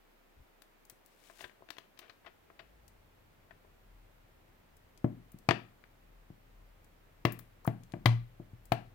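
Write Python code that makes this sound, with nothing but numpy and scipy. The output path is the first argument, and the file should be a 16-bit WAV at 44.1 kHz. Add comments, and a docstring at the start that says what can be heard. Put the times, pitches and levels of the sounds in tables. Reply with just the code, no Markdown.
"""A thin plastic bottle is uncapped close by in a small room, then squeezed to pour a thick, silent liquid.
After a low handling bump the cap creaks and ticks as runs of tiny catches; skin hisses on its ribs as noise.
As the uncapping ends, a low sine drone steps up in pitch; a noise rumble and a hum have grown under it.
Then the wall buckles under the thumb: struck modes and noise make sharp pops and dull thumps.
Late on, a gliding note marks a bubble at the neck and the bottle's air booms; noise hisses throughout."""
import sys
import numpy as np
from scipy import signal
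from scipy.fft import rfft, irfft, next_fast_len
from scipy.io import wavfile

SR = 44100
rng = np.random.default_rng(int(sys.argv[2]) if len(sys.argv) > 2 else 0)


def output_pcm(signal):
    """Save a mono or channel-first signal as 16-bit PCM at the path in sys.argv[1].

    Samples are clipped to [-1, 1] before scaling.
    """
    pcm = np.clip(np.atleast_2d(signal).T, -1, 1) * 32767
    wavfile.write(sys.argv[1], SR, np.round(pcm).astype(np.int16))


N = 394254
TIME = np.arange(N) / SR

# modes of the bottle wall: f/Hz, relative level/dB, t60/s
SHELL_MODES = [(288, -24.5, 0.023), (365, -13.5, 0.05), (585.6, -16.5, 0.053), (604, -7, 0.028),
               (706, -10.5, 0.025), (982, -23.5, 0.074), (1094, -32, 0.038), (1470, -29, 0.01),
               (2010, -19.5, 0.029), (2250, -32, 0.067), (2383, -23, 0.029), (2777, -46, 0.061),
               (3210, -29, 0.023), (4516, -20.5, 0.0099), (4540, -39, 0.046)]
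# slips of the cap and of the fingers, and a low handling bump at the start:
# t/s, level/dB, length/s, highest f/Hz
SLIP_EVENTS = [(0.367, -53.5, 0.057, 82), (0.62, -50, 0.0044, 5230), (0.898, -51.5, 0.0087, 5920),
               (0.922, -54.5, 0.0027, 347), (1.297, -47.5, 0.011, 1900), (1.407, -39, 0.0073, 4000),
               (1.441, -36.5, 0.01, 3170), (1.443, -50.5, 0.009, 350), (1.496, -48, 0.0028, 3000),
               (1.622, -45, 0.0044, 1010), (1.704, -33.5, 0.0051, 4600), (1.783, -37.5, 0.0054, 4400),
               (1.99, -44, 0.0095, 5170), (2.016, -54, 0.052, 3170), (2.095, -46.5, 0.013, 4130),
               (2.262, -44, 0.02, 2980), (2.5, -49.5, 0.0076, 2020), (2.592, -43, .015, 3370),
               (3.508, -45.5, 0.0088, 2400), (3.647, -51, 0.0032, 1000), (5.839, -46, 0.003, 2960),
               (7.322, -53, 0.002, 4600), (7.393, -44, 0.0022, 4570)]
# spectrum of cracking plastic: f/Hz, relative level/dB per Hz
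CRACK_SPECTRUM = [(400, 7), (1000, 9), (2200, 11), (4800, -0.5), (7000, -14), (15000, -12)]


def from_db(db):
    """Amplitude gain is ten to the power of the level in decibels over 20."""
    return 10 ** (np.asarray(db) / 20)


def rms_one(x):
    """Dividing by the root mean square gives unit power."""
    return x / np.sqrt(np.mean(x ** 2) + 1e-20)


def add(track, s, sound):
    """Superposition: sounds add linearly, here from time s on."""
    start = max(round(s * SR), 0)
    track[start:start + len(sound)] += sound[:N - start]


def low_pass(x, hz, order):
    """Causal Butterworth low-pass: a maximally flat passband."""
    sections = signal.butter(order, min(hz, SR * .45), fs=SR, output="sos")
    return signal.sosfilt(sections, x + 1e-18)


def high_pass(x, hz, order):
    """Causal Butterworth high-pass: a maximally flat passband."""
    sections = signal.butter(order, min(hz, SR * .45), "high", fs=SR, output="sos")
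    return signal.sosfilt(sections, x + 1e-18)


def hump(x, hz, octaves):
    """A broad band-pass: high-pass and low-pass in series, some octaves to each side."""
    return low_pass(high_pass(x, hz / 2 ** octaves, order=2), hz * 2 ** octaves, order=2)


def noise(colour, size):
    """Spectral shaping: white noise weighted by a table of f/Hz, level/dB, at unit power."""
    hz, db = np.transpose(colour)
    padded = next_fast_len(size)
    grid = np.fft.rfftfreq(padded, 1 / SR) + 0.0013
    bass_cut = np.minimum(grid / hz[0], 1) ** 2   # 12 dB per octave below the first point
    gain = from_db(np.interp(np.log(grid), np.log(hz), db)) * bass_cut
    spectrum = rfft(rng.standard_normal(padded)) * gain
    return rms_one(irfft(spectrum, padded)[:size])


def ring(t, hz, t60):
    """A struck mode: a sine whose exponential decay takes t60 seconds for 60 dB."""
    return np.sin(2 * np.pi * hz * t) * from_db(-60 * t / t60)


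def pops(runaway_s=0.00056, crack_db=-11, crack_t60=0.031, dent_t60=0.025, radiate_hz=65):
    """Snap-through buckling: the wall gives way ever faster; dent and shell ring, the filled bottle thumps."""
    # buckles of the wall: t/s, level/dB, sharpness f/Hz, shell ring/dB, dent f/Hz, dent level/dB
    buckles = [(5.0444, -16.5, 1426, -1, 243, 2), (5.343, -43.5, 486, -12, 281, -6),
               (5.4893, -7, 6100, 0.5, 630, -4.5), (5.509, -17.5, 5770, 10.5, 1880, -2),
               (6.303, -42.5, 800, -8, 301, -2.5), (7.2521, -7.5, 4970, -1, 329, -10.5),
               (7.6771, -11, 2400, -7.5, 662, -11), (7.938, -24.5, 2070, 1.5, 296, -13.5),
               (7.967, -34, 910, -10.5, 324, -26.5), (8.0584, -8.5, 9150, 0.5, 1860, -20),
               (8.399, -36.5, 1000, 0, 310, -2), (8.533, -64, 395, -13, 101, 32),
               (8.7203, -10.5, 4800, 0, 700, -1.5)]
    # a pop sharper than the reference rings brighter and thumps lower and less
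    reference_hz, tilt_db_per_octave = 4350, 3
    reference_thump_hz, thump_fall_octaves = 126, 0.16   # pitch fall per octave of sharpness
    reference_thump_db, thump_loss_db_per_octave, thump_t60 = -7.5, 5, 0.034
    # the air in the bottle rings on after the sharpest pop
    boom_s, boom_db, boom_hz, boom_t60 = 8.0584, -20, 115, 0.34

    out, t, lead = np.zeros(N), TIME[:SR // 2], SR // 200
    suction = -np.exp(-TIME[:lead][::-1] / runaway_s)   # grows until the snap
    for s, db, sharp_hz, ring_db, dent_hz, dent_db in buckles:
        sharper = np.log2(sharp_hz / reference_hz)   # octaves
        tilt_db = tilt_db_per_octave * sharper
        thump_db = reference_thump_db - thump_loss_db_per_octave * sharper
        thump_hz = reference_thump_hz / 2 ** (thump_fall_octaves * sharper)
        # each dent has its own shape, so the modes differ a little in level (dB) and pitch (ratio)
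        chance = rng.standard_normal((len(SHELL_MODES), 2)) * [1.5, .006]
        shell = np.zeros(len(t))
        for k, ((hz, mode_db, t60), (louder, higher)) in enumerate(zip(SHELL_MODES, chance)):
            gain = from_db(mode_db + tilt_db * np.log2(hz / 1000) + louder)
            shell += gain * ring(t, hz * (1 + higher), t60) * (-1) ** k   # modes alternate in sign
        crack = from_db(crack_db + 2 * tilt_db) * from_db(-60 * t / crack_t60) * noise(CRACK_SPECTRUM, len(t))
        dent = from_db(dent_db) * ring(t, dent_hz, dent_t60)
        thump = from_db(thump_db) * ring(t, thump_hz, thump_t60)
        pop = np.concatenate([suction, from_db(ring_db) * (shell + crack) + dent + thump])
        add(out, s - lead / SR, from_db(db) * low_pass(pop, sharp_hz, order=2))
    add(out, boom_s, from_db(boom_db) * ring(t, boom_hz, boom_t60))
    return high_pass(out, radiate_hz, order=2)   # so small a wall radiates no deep bass


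def slips(catches_per_s=700, grit=0.27, shell_db=-15, knock_db=-14, knock_hz=320, knock_t60=0.045,
          release_db=8):
    """Stick-slip friction: a dying run of tiny catches stirs the wall, and the body knocks softly.

    The low handling bump is made in the same way.
    """
    # while the thread grips: start t/s, end t/s
    thread_grip = (1.35, 2.3)
    # a weaker, duller run then comes just before each slip
    catch_lead_s, catch_db, catch_duller_octaves = 0.016, -11, .3
    slip_octaves = 2.6   # the sound reaches this far below its highest frequency

    out, t = np.zeros(N), TIME[:SR // 6]
    wall = sum(from_db(db) * ring(t, hz, t60) * (-1) ** k for k, (hz, db, t60) in enumerate(SHELL_MODES))
    wall = wall / np.linalg.norm(wall)
    knock = from_db(knock_db) * ring(t, knock_hz, knock_t60)
    first_catches = [(s - catch_lead_s, db + catch_db, length, hz / 2 ** catch_duller_octaves)
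                     for s, db, length, hz in SLIP_EVENTS if thread_grip[0] < s < thread_grip[1]]
    for s, db, length, high_hz in list(SLIP_EVENTS) + first_catches:
        low_hz = high_hz / 2 ** slip_octaves
        catches = (rng.random(len(t)) < catches_per_s / SR) + grit * rng.standard_normal(len(t))
        run = catches * np.exp(-(t / length) ** 2)
        run[round(min(length / 4, t[-1]) * SR)] += from_db(release_db)   # one catch gets an extra jolt
        run = run + from_db(shell_db) * signal.fftconvolve(run, wall)[:len(t)]
        # the bass falls away gently, then more steeply an octave lower
        run = high_pass(high_pass(run, low_hz, order=1), low_hz / 2, order=1)
        run = low_pass(run, high_hz, order=4)
        run = run * np.sqrt(length * SR / 2) / np.linalg.norm(run)
        add(out, s, from_db(db) * (run + knock))
    return out


def ticks(decay_s=0.0034, body_db=-17, snap_db=13):
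    """Impulsive creasing: one bright snap and a very short noise burst, with a little body below."""
    # crisp ticks of the plastic: t/s, level/dB, centre f/Hz
    creases = [(.852, -53.5, 9400), (1.061, -51.5, 10000), (2.880, -50.5, 7400), (4.768, -55.5, 10500),
               (4.976, -52, 4340), (5.045, -54.5, 11000), (5.319, -50, 12450), (5.387, -52.5, 8330),
               (5.4879, -46, 12000), (6.845, -58, 7960), (7.253, -37, 13500), (7.3224, -33.5, 14100),
               (7.39, -39, 13600), (7.647, -50, 7840), (7.6665, -38, 14250), (7.674, -44, 11000),
               (7.835, -52.5, 5000), (7.921, -47.5, 4300), (8.0591, -33, 12500), (8.655, -49.5, 10600),
               (8.7219, -36.5, 12300)]
    # the closer a tick lies to the top, the narrower it is
    top_hz, widest_octaves = 17200, 0.98
    # each slip event has its tick: the duller the event, the fainter; equal in level at equal_hz
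    slip_tick_hz, equal_hz, db_per_octave = 10900, 5260, 59

    out, t = np.zeros(N), TIME[:SR // 20]
    decay = np.exp(-t / decay_s)
    of_slips = [(s, db + db_per_octave * np.log2(hz / equal_hz), slip_tick_hz)
                for s, db, _, hz in SLIP_EVENTS]
    for s, db, hz in list(creases) + of_slips:
        octaves = min(np.log2(top_hz / hz), widest_octaves)
        crease = rng.standard_normal(len(t)) * decay
        crease[0] = from_db(snap_db)
        burst = hump(crease, hz, octaves)
        burst = burst * np.sqrt(decay_s * SR / 2) / np.linalg.norm(burst)
        body = from_db(body_db) * noise(CRACK_SPECTRUM, len(t)) * decay
        add(out, s, from_db(db) * (burst + body))
    return out


def slide(rough_db=2.5):
    """Sliding friction: skin on the ribs of the cap hisses as noise of randomly fluctuating level."""
    # mean level of the slide: t/s, level/dB
    slide_levels = [(1.05, -72), (1.15, -72.5), (1.28, -59.5), (1.34, -66.5), (1.42, -51.5), (1.50, -76),
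                    (1.58, -97)]
    # its spectrum: f/Hz, relative level/dB per Hz
    slide_spectrum = [(400, -9), (1200, -13), (2300, -5.5), (5000, -10), (9000, -12.5), (15000, -18)]
    grain = rms_one(low_pass(rng.standard_normal(N), 110, order=2))
    level = np.interp(TIME, *np.transpose(slide_levels), left=-150, right=-150)
    return from_db(level + rough_db * grain) * noise(slide_spectrum, N)


def bubble(start_s=7.650, level_db=-36, first_hz=760, last_hz=1600, length_s=0.0095):
    """Bubble resonance: air slipping in at the neck sounds a note that wobbles in level and glides up."""
    wobble_depth, wobble_hz = .55, 400
    out, age = np.zeros(N), np.linspace(0, 1, int(length_s * SR))
    phase = 2 * np.pi * np.cumsum(first_hz + (last_hz - first_hz) * age) / SR
    waver = rms_one(low_pass(rng.standard_normal(SR), wobble_hz, order=2))[-len(age):]
    wobble = 1 + wobble_depth * waver
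    envelope = np.minimum(10 * age, 1) * np.sqrt(1 - age)
    add(out, start_s, from_db(level_db) * wobble * envelope * np.sin(phase))
    return out


def bottle():
    """Superposition of everything that the bottle radiates in one direction."""
    return pops() + slips() + ticks() + slide() + bubble()


def room(x, first_echo_s=0.0016, build_s=0.0024):
    """Reverberation by convolution: diffuse echoes die band by band, and one standing wave booms on."""
    # the echoes: f/Hz, level/dB, t60/s
    room_bands = [(87, -9, 0.17), (195.6, -7.5, 0.44), (332, -7, 0.3), (704, -7.5, 0.25), (2000, -10, 0.32),
                  (4700, -12, 0.32), (6800, -8, 0.18), (10300, -13, 0.32), (15000, -3.5, 0.06)]
    mode_hz, mode_t60, mode_db = 118.37, 0.41, 2.5
    t, (hz, db, t60) = TIME[:SR // 2], np.transpose(room_bands)
    edges = np.geomspace(70, 18000, 17)
    build = np.clip((t - first_echo_s) / build_s, 0, 1)
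    tail = np.zeros(len(t))
    for low, high in zip(edges, edges[1:]):
        centre = np.log(low * high) / 2   # log of the geometric mean
        sections = signal.butter(2, [low, high], "band", fs=SR, output="sos")
        band = signal.sosfilt(sections, rng.standard_normal(len(t)))
        band = band * build * from_db(-60 * t / np.interp(centre, np.log(hz), t60))
        # energy in proportion to bandwidth
        band = band / np.linalg.norm(band) * np.sqrt(2 * (high - low) / SR)
        tail += band * from_db(np.interp(centre, np.log(hz), db))
    damping = np.log(1000) / mode_t60
    boom = np.exp(-damping * t) * np.cos(2 * np.pi * mode_hz * t)
    boom = from_db(mode_db) * 2 * damping / SR * boom   # scaled by its gain at resonance
    return signal.fftconvolve(x, tail + boom)[:N]


def background(waver_db=1.0, swell_half_width_s=.17, hum_hz=100):
    """Tones and shaped noise: a wavering drone rises as it swells, over a dull rumble and mains hum."""
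    # the drone apart from its swells: t/s, pitch f/Hz, level/dB
    drone_course = [(0, 30.32, -69), (2.5, 30.5, -79), (2.7, 37.97, -66.5), (3.3, 32.9, -69.5),
                    (8.94, 33, -64.5)]
    # its swells: t/s, pitch rise/Hz, level rise/dB
    drone_swells = [(2.78, 15, 4), (3.95, 7, 10), (5.25, 6.7, 7), (6.15, 5, 7.5), (6.63, 6, 9.5),
                    (7.4, 4.5, 4), (8.15, 4, 11.5), (8.68, 7.2, 5)]
    # course of the rest: t/s, rumble level/dB, mains hum level/dB
    rumble_and_hum = [(0, -100, -100), (2.5, -72, -92), (2.9, -68.5, -72.5), (4.499, -68.5, -76.5),
                      (6.5, -68, -77.5), (8.94, -66, -64.5)]
    # spectrum of the rumble: f/Hz, relative level/dB per Hz
    rumble_spectrum = [(22, 3), (35, -3), (55, 0), (80, 4.5), (120, 1), (200, -5.5), (400, -16.5),
                       (900, -29), (4000, -51.5)]

    s, hz, db = np.transpose(drone_course)
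    hz, db = np.interp(TIME, s, hz), np.interp(TIME, s, db)
    for s, rise_hz, rise_db in drone_swells:
        swell = np.exp(-((TIME - s) / swell_half_width_s) ** 2)
        hz, db = hz + rise_hz * swell, db + rise_db * swell
    waver = waver_db * rms_one(low_pass(rng.standard_normal(N), 3.6, order=2))
    drone = from_db(db + waver) * np.sqrt(2) * np.sin(2 * np.pi * np.cumsum(hz) / SR)
    s, rumble_db, hum_db = np.transpose(rumble_and_hum)
    rumble = from_db(np.interp(TIME, s, rumble_db)) * noise(rumble_spectrum, N)
    hum = from_db(np.interp(TIME, s, hum_db)) * np.sqrt(2) * np.sin(2 * np.pi * hum_hz * TIME)
    return drone + rumble + hum


def hiss(level_db=-66.5):
    """Incoherent noise: each channel has its own faint steady hiss."""
    # f/Hz, relative level/dB per Hz
    hiss_spectrum = [(60, -15), (120, -15), (220, -10.5), (400, -10), (600, -11.5), (1100, -15.5),
                     (2150, -18.5), (3400, -24.5), (5500, -31), (10000, -34), (15000, -27.5), (16000, -34)]
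    return from_db(level_db) * np.array([noise(hiss_spectrum, N), noise(hiss_spectrum, N)])


def scene(right_db=-3.0, right_hz=370, leak_db=-33, shared_hz=450):
    """Coherence falls with frequency: the muffled right channel shares only the low echoes with the left."""
    direct = bottle()
    # the far side of the bottle radiates with other fine detail, and both sides fill the room
    front, back = room(direct) / np.sqrt(2), room(bottle()) / np.sqrt(2)
    left = direct + front + back
    shared = low_pass(front + back, shared_hz, order=1)
    separate = high_pass(front - back, shared_hz, order=1)
    right = direct + shared + separate
    right = from_db(right_db) * low_pass(right, right_hz, order=1) + from_db(leak_db) * left
    channel_gain = from_db([[0], [-2.5]])   # the background is weaker on the right
    return np.array([left, right]) + background() * channel_gain + hiss()


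def record(dry, cutoff_hz=16200):
    """Band limiting: an elliptic low-pass cuts the top steeply."""
    return signal.sosfilt(signal.ellip(10, .1, 80, cutoff_hz, fs=SR, output="sos"), dry)


dry = scene()
out = record(dry)
output_pcm(out)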